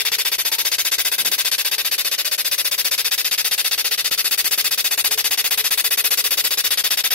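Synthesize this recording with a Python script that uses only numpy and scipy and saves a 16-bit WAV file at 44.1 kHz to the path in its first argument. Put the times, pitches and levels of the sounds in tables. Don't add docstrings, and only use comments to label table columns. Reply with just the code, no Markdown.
import sys
import numpy as np
from scipy import signal
from scipy.fft import rfft, irfft, next_fast_len
from scipy.io import wavfile
from scipy.ndimage import uniform_filter1d, map_coordinates

SR = 44100
rng = np.random.default_rng(int(sys.argv[2]) if len(sys.argv) > 2 else 0)


def digitize_waveform(pressure):
    field = np.atleast_2d(pressure).T
    bounded = np.clip(field, -1, 1)
    quanta = np.round(bounded * 32767).astype(np.int16)
    wavfile.write(sys.argv[1], SR, quanta)


def invert_db(level):
    return 10 ** (np.asarray(level, dtype=float) / 20)


N = 314874
SWEEP_HZ, FIRST_S, LIT_S = 15.0243, .0496, .0400


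def unit(x):
    return x / np.sqrt(np.mean(x ** 2) + 1e-20)


def along(points, hz):
    f, v = np.transpose(points)
    return np.interp(np.log(hz + 1), np.log(f + 1), v)


def curves(rows, at):
    s, *cols = np.transpose(rows)
    return [np.interp(at, s, c) for c in cols]


def filtered(x, response):
    m = next_fast_len(N + 8192, True)
    return irfft(rfft(x, m) * response(np.fft.rfftfreq(m, 1 / SR)), m)[..., :N]


def band(lo_hz, hi_hz):
    return lambda hz: 1 / np.sqrt((1 + (lo_hz / (hz + 1)) ** 4) * (1 + (hz / hi_hz) ** 4))


def resonance(centre_hz, width_hz):
    return lambda hz: 1 / (1 + ((hz - centre_hz) / width_hz) ** 2)


def pair(response, alike):
    white = rfft(rng.standard_normal((2, next_fast_len(N, True))))
    a, b = irfft(white * response(np.linspace(0, SR / 2, white.shape[1])))[:, :N]
    turn = np.arccos(alike) / 2
    shared, apart = np.cos(turn) * a, np.sin(turn) * b
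    return unit(np.array([shared + apart, shared - apart]))


def wander(per_s):
    return unit(np.interp(np.arange(N) * per_s / SR, np.arange(400), rng.standard_normal(400)))


def remembered(memory, smooth):
    shape = int(N / SR * SWEEP_HZ) + 32, int(SR / SWEEP_HZ) + 2
    rows = uniform_filter1d(rng.standard_normal(shape), smooth, axis=1)
    return unit(signal.lfilter([1], [1, -memory], rows, axis=0)[30:])


def diffuse(x, t60, gain, delay_s):
    hz, _, z = signal.stft(np.pad(x, (round(delay_s * SR), 0))[:N], SR, nperseg=64)
    keep = invert_db(-120 * 32 / SR / t60(hz))
    power = uniform_filter1d(uniform_filter1d(np.abs(z) ** 2, size=5, axis=0), size=3, axis=1)
    power = np.array([signal.lfilter([1 - k], [1, -k], row) for k, row in zip(keep, power)])
    noise = signal.stft(rng.standard_normal((2, N)), SR, nperseg=64)[2]
    noise = noise / np.sqrt(np.mean(np.abs(noise) ** 2))
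    tail = noise * np.sqrt(np.abs(power)) * gain(hz)[:, None]
    return signal.istft(tail, SR, nperseg=64)[1][:, :N]


# start_s, ablation level_db, bareness of the stone (-1 to 1)
STONE = [(0, -23, -0.51), (.4, -25, 0.12), (.75, -21.5, -0.85), (1.1, -24, 0.26), (1.45, -21.5, -1),
         (1.8, -24, -.1), (2.3, -25, 0.14), (2.9, -24, -0.066), (3.1, -24, -0.062), (3.6, -23.5, -0.049),
         (4.0, -23, -.5), (4.3, -24, .5), (4.6, -23, 0.24), (5.3, -23, 0.055), (5.8, -24.5, 0.71),
         (6.2, -23.5, 0.66), (6.75, -23, 0.3), (7.14, -24, 0.21)]
# place (share of the sweep 0-1), level_db, extra body_db, right port lag (samples)
SWEEP_LINE = [(0, -7, 13, 19), (.04, 1, 4, 1.43), (.3, 2.5, 3.5, 3.1), (.7, 1.5, 0, 2.3), (1, 0, 1, 4.4)]
# pitch_hz, share (0-1)
GRAIN_SHARE = [(400, 0.99), (2000, 0.93), (4000, 1), (7000, 0.67), (12000, 0)]


def laser():
    t = np.arange(N) / SR
    turns = (t - FIRST_S) * SWEEP_HZ + 1
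    sweep, since_s = turns.astype(int), turns % 1 / SWEEP_HZ
    place = since_s / LIT_S
    level_db, body_db, lag = curves(SWEEP_LINE, place)
    ablation_db, bare = curves(STONE, t)

    def on_line(rows):
        return map_coordinates(rows, [sweep, since_s * SR])

    def share(hz):
        return np.clip(along(GRAIN_SHARE, hz), 0, 1)

    grain = filtered(on_line(remembered(0.917, smooth=1)), lambda hz: np.sqrt(share(hz)))
    pops = grain + filtered(rng.standard_normal(N), lambda hz: np.sqrt(1 - share(hz)))

    def tone_swing(bare_db):
        db = bare_db * bare + 0.67 * wander(per_s=5.5)
        return db - db.mean()

    def swing(db, part):
        return filtered(pops, part) * (invert_db(db) - 1)

    sag_db = 6 * np.clip((place - 0.83) / (1 - 0.83), 0, 1)
    fizz = swing(tone_swing(3) - sag_db, lambda hz: 1 / (1 + (8000 / (hz + 1)) ** 6))
    body = swing(tone_swing(2.5) + body_db, lambda hz: 1 / (1 + (hz / 1200) ** 6))
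    hollow = swing(tone_swing(1), lambda hz: np.exp(-((hz - 2000) / 500) ** 2))

    lit = np.clip(since_s / .001, 0, 1) * np.clip((LIT_S - since_s) / .001 + 1, 0, 1)
    spots_db = 0.87 * on_line(remembered(0.57, smooth=60))
    sweep_db = 0.35 * rng.standard_normal(sweep[-1] + 1)[sweep]
    return (pops + fizz + body + hollow) * lit * invert_db(level_db + spots_db + sweep_db + ablation_db), lag


# pitch_hz, level_db per Hz
LEFT_COLOUR = [(110, -30.5), (350, -19.0), (890, -16.0), (2010, -7.5), (2540, -5.0), (4650, -2.0),
               (6690, -7.5), (6780, -9.5), (8700, -11.0), (9310, -7.0), (10760, -8.5), (11230, 2.0),
               (13010, -7.5), (15740, -12.0)]
RIGHT_COLOUR = [(110, -38.0), (430, -17.5), (1070, -19.0), (2140, -6.5), (5160, -5.5), (5810, -10.5),
                (6890, -15.5), (8740, -18.5), (8930, -12.5), (10320, -17.5), (11320, -1.5), (11930, -4.0),
                (13090, -14.5), (15650, -21.0)]
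# pitch_hz, width_hz, level_db
PEAKS_AND_NOTCHES = [(1000, 250, -1), (2000, 70, 2), (2270, 120, -2), (7200, 1300, 2.5), (9900, 500, 1),
                     (10550, 200, 2), (12300, 500, 1), (14800, 900, 1.5), (2550, 130, 2), (3150, 150, -2),
                     (3640, 150, 4), (4080, 120, -4), (4600, 180, 2), (6000, 100, -1.5), (6400, 150, 1.5),
                     (6900, 90, -3.5), (8650, 80, -2), (10200, 130, -3), (13060, 90, -3), (13450, 160, 2.5),
                     (15230, 100, -2), (15650, 120, 3)]
# pitch_hz, level_db against the direct pops
BENCH = [(300, -7), (1500, -13), (3000, -8), (5000, -6), (8000, -3), (11500, -6), (14000, -1)]
# pitch_hz, t60_s
ROOM_DECAY = [(500, 0.2), (1500, 0.1), (4000, 0.11), (9000, 0.079), (15000, 0.04)]
# pitch_hz, level_db
ROOM_LEVEL = [(700, -5.5), (1500, -10), (3000, -5), (5000, -6.5), (8000, 0), (10400, 0.5), (11600, -12),
              (15000, 4)]


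def ports(spot, lag):
    direct = np.array([spot, map_coordinates(spot, [np.arange(N) - lag], order=5)])
    bench = diffuse(spot, lambda hz: 0.027 + 0 * hz, lambda hz: invert_db(along(BENCH, hz)), delay_s=0.00017)
    walls = diffuse(spot, lambda hz: along(ROOM_DECAY, hz), lambda hz: invert_db(along(ROOM_LEVEL, hz)),
                    delay_s=0.00313)

    def ripple(hz):
        return invert_db(sum(db * np.exp(-.5 * ((hz - c) / w) ** 2) for c, w, db in PEAKS_AND_NOTCHES))

    def thin(hz):
        return 1 / np.sqrt((1 + invert_db(2 * along(BENCH, hz))) * (1 + (330 / (hz + 1)) ** 6))

    def colour(hz):
        ring = np.exp(-.5 * ((hz - 11150) / 350) ** 2)
        twist = np.exp(1j * np.array([[0], [1.1]]) * ring)
        return invert_db(np.array([along(LEFT_COLOUR, hz), along(RIGHT_COLOUR, hz)])) * thin(hz) * twist

    return invert_db(11.5) * filtered(filtered(direct + bench, ripple) + walls, colour)


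# pitch_hz, level_db per Hz
FAN_AIR = [(25, -44), (60, -68), (97, -4), (130, 8), (250, 4), (330, 15), (600, 14.5), (1100, -31),
           (3000, -9), (8000, -108.5), (11500, 21.5), (16000, 13.5)]
# start_s, blade tone level_db, rumble level_db
FAN_HUM = [(0, -55, -47), (.9, -79, -59), (1.8, -62, -66), (2.6, -75, -60), (3.5, -65, -60),
           (4.5, -59, -54), (5.0, -62, -72), (5.08, -53.5, -48), (5.8, -53.5, -54), (6.3, -57.5, -57),
           (7.14, -76, -57)]


def fan():
    tone_db, rumble_db = curves(FAN_HUM, np.arange(N) / SR)

    def puffs(db):
        return invert_db(db + 1.5 * wander(per_s=6))

    air = invert_db(-36.5) * pair(lambda hz: invert_db(along(FAN_AIR, hz)), alike=0.2) * invert_db([[1], [-1]])
    tone = puffs(tone_db + 5.5) * pair(resonance(centre_hz=435, width_hz=11), alike=0.87)
    rumble = puffs(rumble_db - 10) * pair(band(lo_hz=40, hi_hz=76), alike=0.42)
    motor = puffs(-67.5) * pair(resonance(centre_hz=99, width_hz=6), alike=0.65)
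    return air + tone + rumble + motor


# start_s, peak level_db
STRONG_TICKS = [(0.118, -36), (0.652, -39), (1.049, -38), (2.393, -38), (3.318, -36), (3.515, -37),
                (4.114, -31), (4.25, -42), (4.446, -36), (4.579, -36), (4.657, -35), (4.977, -34),
                (5.513, -33), (5.712, -36), (5.778, -36), (6.184, -40), (6.856, -36), (7.12, -34)]


def thumps():
    chance = rng.standard_normal((int((N / SR - FIRST_S) * SWEEP_HZ), 2))
    weak_s = FIRST_S + .002 + np.arange(len(chance)) / SWEEP_HZ
    weak_db = -41.5 - 0.5 * np.abs(chance[:, 0])
    strong_s, strong_db = np.transpose(STRONG_TICKS)
    s, db = np.append(weak_s, strong_s), np.append(weak_db, strong_db)
    sign = np.sign(np.resize(chance[:, 1], len(s)))
    pushes = np.bincount(np.round(s * SR).astype(int), invert_db(db + 36) * sign, N)
    return filtered(pushes, band(lo_hz=30, hi_hz=800)) * invert_db([[0], [-20]])


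# start_s, pitch_hz, level_db, t60_s
METAL_RINGS = [
    (.47, 905, -37.5, 1),
    (1.6, 870, -41.5, 1),
    (2.22, 615, -41, 1),
]


def far_metal():
    t = np.arange(N) / SR
    metal = np.zeros(N)
    for start_s, hz, db, t60_s in METAL_RINGS:
        age = np.clip(t - start_s, 0, None)
        swell = 1 - np.exp(-age / 0.058)
        damped = np.clip((.24 - age) / 0.043, 0, 1)
        metal += invert_db(db - 60 * age / t60_s) * swell * damped * np.sin(2 * np.pi * hz * age)
    return metal


def floor_drag():
    start_s, rise_s, hold_s, fade_db_per_s = 1.14, .07, .07, 120
    age = np.arange(N) / SR - start_s
    fade = invert_db(-fade_db_per_s * np.clip(age - rise_s - hold_s, 0, 1))
    stroke = np.clip(age / rise_s, 0, 1) * fade
    return invert_db(-45) * stroke * pair(band(lo_hz=150, hi_hz=414), alike=0.79) * invert_db([[1], [-1]])


def scene():
    return ports(*laser()) + fan() + thumps() + far_metal() + floor_drag()


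def starved(x, floor_db, scatter_db, depth_db, sharpen):
    hz, _, z = signal.stft(x, SR, nperseg=1024)
    power = np.abs(z) ** 2 + 1e-14
    bands = np.abs(uniform_filter1d(power, size=11, axis=1)) + 1e-14
    masking = power.mean(axis=(0, 1)) ** .7
    above_db = 10 * np.log10(bands.mean(axis=0) / masking)
    luck = uniform_filter1d(rng.standard_normal(z.shape[1:]), size=7, axis=0)
    luck = unit(uniform_filter1d(luck, size=3, axis=1))
    short = np.clip((floor_db - above_db - scatter_db * luck) / 2, 0, 1) * (hz > 2900)[:, None]
    gain = invert_db(-depth_db * short) * (power / bands) ** (sharpen * (hz > 1200)[:, None])
    return signal.istft(z * gain, SR, nperseg=1024)[1][:, :N]


FULL_HUSHES = [.383, 1.515, 3.112, 5.375, 5.908, 7.039]


def hushed(x):
    from_s, to_s, depth_db, odds = .009, .003, 45, .27
    hz, t, z = signal.stft(x, SR, nperseg=128)
    turns = (t - FIRST_S) * SWEEP_HZ
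    coming, ahead_s = np.ceil(turns).astype(int), -turns % 1 / SWEEP_HZ
    bursts = coming[-1] + 1
    luck = unit(uniform_filter1d(rng.standard_normal((len(hz), bursts)), size=5, axis=0))
    need = np.log(odds) + rng.exponential(1, bursts) + (hz[:, None] / 16000) ** 2
    need[:, np.round((np.array(FULL_HUSHES) - FIRST_S) * SWEEP_HZ).astype(int)] = 9
    empty = np.clip(need + luck, 0, 1)[:, coming]
    from_s = from_s + .016 * (hz > 14500)[:, None]
    inside = np.clip(np.minimum(from_s - ahead_s, ahead_s - to_s) / 0.0011, 0, 1)
    return signal.istft(z * invert_db(-depth_db * empty * inside), SR, nperseg=128)[1][:, :N]


def band_limit(x):
    return signal.sosfilt(signal.butter(12, 16820, fs=SR, output="sos"), x)


def record(dry):
    top_hz = 15760
    limited = filtered(dry, lambda hz: np.where(hz < top_hz, 1, invert_db(-20 - (hz - top_hz) / 80)))
    thinned = starved(limited, floor_db=-20.5, scatter_db=7, depth_db=30, sharpen=.22)
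    mix = hushed(thinned)
    return band_limit(mix)


dry = scene()
out = record(dry)
digitize_waveform(out)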